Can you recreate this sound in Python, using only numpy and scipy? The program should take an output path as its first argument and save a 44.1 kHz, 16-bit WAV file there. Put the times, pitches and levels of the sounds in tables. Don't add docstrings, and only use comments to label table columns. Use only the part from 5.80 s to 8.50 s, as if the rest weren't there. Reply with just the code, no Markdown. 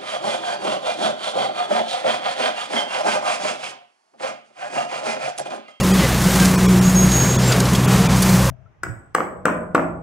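import sys
import numpy as np
from scipy import signal
from scipy.fft import rfft, irfft
from scipy.io import wavfile
from scipy.ndimage import uniform_filter1d

SR = 44100
rng = np.random.default_rng(int(sys.argv[2]) if len(sys.argv) > 2 else 0)


def voltage_ratio(level):
    return 10 ** (np.asarray(level, float) / 20)


def to_wav(s):
    ch = np.atleast_2d(s).T
    pcm = np.round(np.clip(ch, -1, 1) * 32767)
    wavfile.write(sys.argv[1], SR, pcm.astype(np.int16))


N = 119070
TIME_S = np.arange(N) / SR
BIN_HZ = np.arange(N // 2 + 1) * SR / N

# start_s, roar_gain_db
AIR_GULP = [(0, 0.5), (.14, -1.5), (.2, 2.5), (.33, -1), (.4, -3), (.62, 1.5), (.72, -2.5), (.88, -0.5),
            (1.2, -4), (1.6, 1), (1.72, 1.5), (1.8, -1.5), (1.88, 0), (2.05, -1), (2.13, 2.5), (2.33, 0.5),
            (2.42, -1.5), (2.7, -3)]
TONE_FLUTTER_DB = 2


def level(x, db):
    return x * voltage_ratio(db) / np.sqrt(np.mean(x ** 2))


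def curve(table, col):
    rows = np.array(table, float)
    return np.interp(TIME_S, rows[:, 0], rows[:, col])


def band(x, hz, width):
    return signal.lfilter(*signal.iirpeak(min(hz, .45 * SR), hz / max(width, 1), SR), x)


def walk(rate):
    hold = int(SR / rate)
    steps = np.repeat(rng.standard_normal(N // hold + 1), hold)
    return 1.42 * uniform_filter1d(uniform_filter1d(steps, hold), hold)[:N]


def colour(x, points):
    rows = np.array(points, float)
    gain_db = np.interp(np.log(np.maximum(BIN_HZ, 1)), np.log(rows[:, 0]), rows[:, 1])
    return irfft(rfft(x) * voltage_ratio(gain_db), N)


def tone(hz, db):
    return np.sqrt(2) * voltage_ratio(db) * np.sin(2 * np.pi * np.cumsum(hz) / SR)


def hum():
    # start_s, firing_hz, first_order_db, second_order_db
    engine = [(0, 62.4, -30, -36), (.2, 62.4, -30, -29), (.26, 62.7, -25, -23), (.44, 62.4, -30, -26),
              (.5, 61.9, -29, -39), (.58, 63.1, -22, -23), (.75, 62.3, -27, -29), (.9, 62.13, -26, -21),
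              (1.1, 62.25, -33, -25.5), (1.3, 62.73, -24, -23), (1.4, 62.34, -31, -21.5),
              (1.66, 62.6, -28, -18.5), (1.74, 62.4, -31, -21), (1.9, 62.34, -34, -19),
              (2.3, 62.54, -29, -22.5), (2.7, 61.92, -28, -19)]
    # start_s, blade_pass_hz, level_db
    blades = [(0, 186, -21), (.14, 188.6, -12.5), (.2, 187, -22.5), (.38, 185, -26.5), (.47, 187.4, -15),
              (.52, 185.8, -20), (.63, 186.1, -12), (.78, 184.7, -17), (.9, 185.1, -12),
              (1.1, 184.9, -16.5), (1.25, 186.9, -16), (1.4, 186, -29), (1.52, 186.2, -21),
              (1.66, 186.5, -17), (1.73, 186.2, -24.5), (1.8, 187, -21), (1.9, 188.2, -24),
              (2.15, 188, -20.5), (2.26, 187.5, -25.5), (2.55, 187.3, -16), (2.7, 187.2, -23.5)]
    octave_db = -17

    def fluttering_tone(hz, db):
        return tone(hz, db + TONE_FLUTTER_DB * walk(18))

    fire_hz, blade_hz, blade_db = curve(engine, 1), curve(blades, 1), curve(blades, 2)
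    firing = fluttering_tone(fire_hz, curve(engine, 2)) + fluttering_tone(2 * fire_hz, curve(engine, 3))
    throb = fluttering_tone(blade_hz, blade_db) + fluttering_tone(2 * blade_hz, blade_db + octave_db)
    return firing + throb


def hose():
    # pitch_hz, width_hz, level_db
    resonances = [(166.1, 38, -23), (212.5, 30, -33.5), (341.7, 22, -39.5), (535.6, 30, -39),
                  (1063, 240, -37), (91.4, 21, -37)]
    lump_db, gulp_share = 3, 0.16
    out = 0
    for hz, width, db in resonances:
        swell = voltage_ratio(gulp_share * curve(AIR_GULP, 1) + lump_db * walk(7))
        ringing = band(band(rng.standard_normal(N), hz, width), hz, width)
        out = out + swell * level(ringing, db)
    return out


def roar():
    # pitch_hz, density_db_per_hz
    air_colour = [(15, -41), (25, -16.5), (180, -5.5), (309, -11), (1070, -20), (2910, -25.5), (7110, -31),
                  (12900, -43.5), (16000, -65)]
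    roar_db, lump_db = -21, 2.0
    out = 0
    for hz in 30 * 2. ** np.arange(0, 9.5, .5):
        gulp_share = min(hz / 250, 1)
        gain = voltage_ratio(lump_db * walk(11.93) + gulp_share * curve(AIR_GULP, 1))
        out = out + gain * band(rng.standard_normal(N), hz, hz * 0.48)
    return level(colour(out, air_colour), roar_db)


def leaves():
    # start_s, level_db
    flow = [(0, -31.5), (.14, -31), (.35, -31.5), (.55, -27.5), (.66, -27.5), (.72, -31), (.9, -33.5),
            (1.2, -31.5), (1.42, -31.5), (1.58, -37), (1.72, -32), (1.83, -34.5), (2.02, -35.5),
            (2.15, -29.5), (2.27, -35.5), (2.41, -31.5), (2.46, -27.5), (2.7, -31)]
    # pitch_hz, density_db_per_hz
    leaf_colour = [(500, 4.5), (1500, 2.5), (2600, -4), (4000, -7.5), (6500, -3.5), (10000, -7),
                   (14000, -9), (15800, -10)]
    leaf_db, hiss = 7, 1
    grains_per_s, spread_db, tail_s = 2500, 3, 0.0025
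    chance = rng.random((2, N))
    grain_sizes = voltage_ratio(-spread_db * np.log(chance[1] + 1e-9))
    clicks = (chance[0] < grains_per_s / SR) * grain_sizes
    tails = np.sqrt(signal.lfilter([1], [1, -np.exp(-1 / (tail_s * SR))], clicks ** 2))
    rustle = (level(tails, 0) + hiss) * rng.standard_normal(N)
    return level(colour(rustle, leaf_colour), leaf_db) * voltage_ratio(curve(flow, 1))


def whistles():
    # start_s, length_s, pitch_hz, glide_hz_per_s, level_db
    lodged_leaves = [(0.177, .11, 2040, -300, -33), (0.198, .075, 530, 200, -27),
                     (0.295, 0.036, 743, 0, -29), (0.299, 0.1, 1760, -1500, -35),
                     (.585, 0.036, 2300, 0, -33), (.59, 0.075, 1580, 0, -28.5),
                     (0.915, 0.12, 340.1, 100, -26.5), (2.105, 0.037, 421.5, 300, -23),
                     (2.2, 0.039, 469.7, -300, -26), (2.32, .04, 753, 800, -26.5),
                     (2.429, .06, 454, 0, -36)]
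    waver = 1 + .006 * walk(60.3)
    flutter = TONE_FLUTTER_DB * walk(49.9)
    out = 0
    for start, length, hz, glide, db in lodged_leaves:
        part = np.clip((TIME_S - start) / length, 0, 1)
        pitch = (hz + glide * part * length) * waver
        out = out + np.sin(np.pi * part) * tone(pitch, db + flutter)
    return out


def hits():
    # start_s, level_db, crack_hz, ring_hz, decay_s
    knocks = [(.189, -25, 3018, 2000, 0.013), (0.44, -17.5, 8400, 8200, 0.0055),
              (.598, -15, 4500, 6600, 0.013), (0.642, -14, 6500, 6900, 0.006),
              (0.65, -11.5, 6500, 4300, 0.0047), (0.655, -10, 7000, 5600, 0.005),
              (1.317, -11.5, 4940, 6590, 0.006), (1.699, -17, 3000, 1500, 0.01),
              (1.71, -15, 1600, 1453, 0.012), (1.727, -17, 2000, 4740, 0.008),
              (1.72, -9, 4486, 4793, 0.0056), (1.722, -14, 3400, 3530, 0.005),
              (1.801, -10.5, 6800, 6580, 0.0047), (1.803, -12, 4933, 4260, 0.0036),
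              (1.853, -18, 4397, 4122, 0.011), (1.885, -23, 4994, 2213, 0.018),
              (1.950, -7, 3614, 3304, 0.0036), (1.951, -16, 6464, 6890, 0.0032),
              (1.956, -15, 5140, 5323, 0.0047), (2.045, -19, 7920, 3396, 0.0063),
              (2.109, -18, 2998, 2525, 0.011), (2.359, -18, 8960, 6465, 0.0086),
              (2.421, -8.5, 10510, 10550, 0.007), (2.425, -11.5, 5986, 4610, 0.0062),
              (2.49, -16.5, 6000, 4162, 0.014), (2.539, -22, 4106, 4105, 0.0049)]
    hit_db, ring_db = -6, -5
    rise_s, relative_width = .001, 1.3
    noise = rng.standard_normal(N)
    out = 0
    for start, db, hz, ring_hz, decay in knocks:
        age = np.maximum(TIME_S - start, 0)
        shape = (1 - np.exp(-age / rise_s)) * np.exp(-age / max(decay, .002))
        width = relative_width * hz
        crack = level(band(band(noise, hz, width), hz, width), 0)
        ring = tone(np.full(N, ring_hz), ring_db)
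        out = out + shape * voltage_ratio(db + hit_db) * (crack + ring)
    return out


def squeal():
    # start_s, pitch_hz, level_db
    main_voices = [
        [(1.025, 6640, -42), (1.055, 6620, -26), (1.075, 6630, -29), (1.09, 6675, -30), (1.108, 6600, -30),
         (1.135, 6630, -45)],
        [(1.14, 6570, -37), (1.16, 6543, -22.5), (1.194, 6572, -17), (1.235, 6580, -24), (1.285, 6580, -33),
         (1.38, 6586, -22.5), (1.44, 6576, -20), (1.52, 6570, -28), (1.63, 6580, -42)],
    ]
    # start_s, pitch_hz, level_db
    upper_voice = [(1.29, 6715, -36), (1.335, 6700, -33), (1.37, 6730, -28), (1.41, 6670, -27),
                   (1.44, 6650, -40)]
    # start_s, pitch_hz, level_db
    high_voices = [
        [(1.0, 7290, -43), (1.04, 7270, -38), (1.08, 7270, -33), (1.1, 7365, -36), (1.12, 7300, -40)],
        [(1.275, 7440, -42), (1.32, 7495, -36), (1.35, 7455, -37), (1.415, 7435, -33), (1.445, 7365, -32),
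         (1.492, 7356, -31), (1.532, 7360, -34), (1.565, 7356, -32), (1.595, 7370, -40)],
        [(1.62, 7520, -40), (1.655, 7410, -34), (1.67, 7420, -34), (1.688, 7425, -28), (1.72, 7320, -36)],
    ]
    flutter_db, fade_s, octave_db = 2, 0.01, -21
    out = 0
    for voice in [*main_voices, upper_voice, *high_voices]:
        nearest_end = np.minimum(TIME_S - voice[0][0], voice[-1][0] - TIME_S)
        gate = np.clip(nearest_end / fade_s, 0, 1)
        hz = curve(voice, 1)
        db = curve(voice, 2) + flutter_db * walk(59.5)
        out = out + gate * (tone(hz, db) + tone(2 * hz, db + octave_db))
    return out


def sparse(x):
    from_hz, top_hz, top_share = 10000, 15800, 1.3
    hz, _, cells = signal.stft(x, SR, nperseg=2048)
    power = np.abs(cells) ** 2
    around = uniform_filter1d(power, size=32, axis=0)
    share = top_share * np.clip((hz - from_hz) / (top_hz - from_hz), 0, 1)
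    kept = cells * (power > share[:, None] * around)
    return signal.istft(kept, SR, nperseg=2048)[1][:N]


def starve(x):
    # centre_s, lowest_lost_hz
    dropouts = [
        (.023, 1300),
        (0.128, 900),
        (0.769, 1227),
        (0.875, 602),
        (1.005, 3140),
        (1.578, 1905),
        (2.070, 3520),
        (2.282, 1518),
    ]
    survivors = [
        [1900, 2700, 4500, 5400, 6900, 10700],
        [1300, 1900, 2500, 3200, 4800, 6700, 8000, 10800],
        [2400, 4400, 5400, 6100, 8000, 9800],
        [1100, 2300, 3400, 5600, 6700, 7600],
        [5500, 7300, 8800],
        [3400, 6590],
        [6100, 7000],
        [2400, 3500],
    ]
    # start_s, length_s, centre_hz, width_hz
    holes = [(1.815, .045, 13550, 350), (1.88, .045, 13900, 450), (1.82, .05, 14650, 250),
             (1.97, .185, 14800, 560), (2.175, .03, 14100, 500), (1.855, .025, 15600, 800),
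             (1.88, .085, 15850, 300), (2.07, .03, 15850, 300), (2.18, .03, 15600, 700),
             (2.21, .05, 15850, 300), (2.32, .02, 15300, 450), (2.09, .06, 15450, 150),
             (2.385, .03, 15850, 300), (2.46, .025, 15850, 400), (2.62, .025, 15700, 550),
             (2.645, .055, 15850, 300), (1.94, .3, 15080, 120)]
    drop_s, survivor_width_hz, drop_top_hz = .032, 200, 15000
    drop_share, survivor_gain, flatness = .93, 0.94, 1.03
    spectrum, lost = rfft(x), 0
    for (centre_s, low_hz), kept in zip(dropouts, survivors):
        gone = np.abs(BIN_HZ[:, None] - kept).min(axis=1) > survivor_width_hz / 2
        in_range = (BIN_HZ > low_hz) * (BIN_HZ < drop_top_hz)
        mask = in_range * np.where(gone, drop_share, -survivor_gain)
        phase = np.pi * np.clip((TIME_S - centre_s) / drop_s, -.5, .5)
        window = np.minimum(flatness * np.cos(phase) ** 2, 1)
        lost = lost + window * irfft(spectrum * mask, N)
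    x = x - lost
    for start, length, centre_hz, width in holes:
        nearest_end = np.minimum(TIME_S - start, start + length - TIME_S)
        window = np.clip(nearest_end / .012 + 1, 0, 1)
        x = x - window * irfft(rfft(x) * (np.abs(BIN_HZ - centre_hz) < width / 2), N)
    return x


def split(x):
    # centre_s, low_hz, high_hz
    smears = [
        (.922, 5700, 6900),
        (.968, 6900, 8300),
        (1.525, 10400, 11800),
        (1.665, 5200, 6300),
        (1.665, 11800, 13800),
        (2.13, 9000, 10400),
        (2.5, 7600, 9000),
    ]
    side_db, length_s = -1, .017
    scrambled = rfft(np.roll(x, 4000))
    side = 0
    for centre_s, low_hz, high_hz in smears:
        window = np.clip(1.5 - np.abs(TIME_S - centre_s) / length_s * 1.5, 0, 1)
        side = side + window * irfft(scrambled * (BIN_HZ > low_hz) * (BIN_HZ < high_hz), N)
    return voltage_ratio(side_db) * side


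def scene():
    mono = hum() + hose() + roar() + leaves() + whistles() + hits() + squeal()
    return np.array([mono, mono])


def roll_off(x):
    return signal.sosfilt(signal.butter(12, 15800, fs=SR, output="sos"), x)


def record(dry):
    drive = 0.33
    limited = np.tanh(drive * dry[0]) / drive
    mono = starve(sparse(limited))
    top_cut = signal.ellip(10, .3, 60, 15720, fs=SR, output="sos")
    mono = signal.sosfilt(top_cut, mono)
    side = split(mono)
    return roll_off(np.array([mono + side, mono - side]))


dry = scene()
out = record(dry)
to_wav(out)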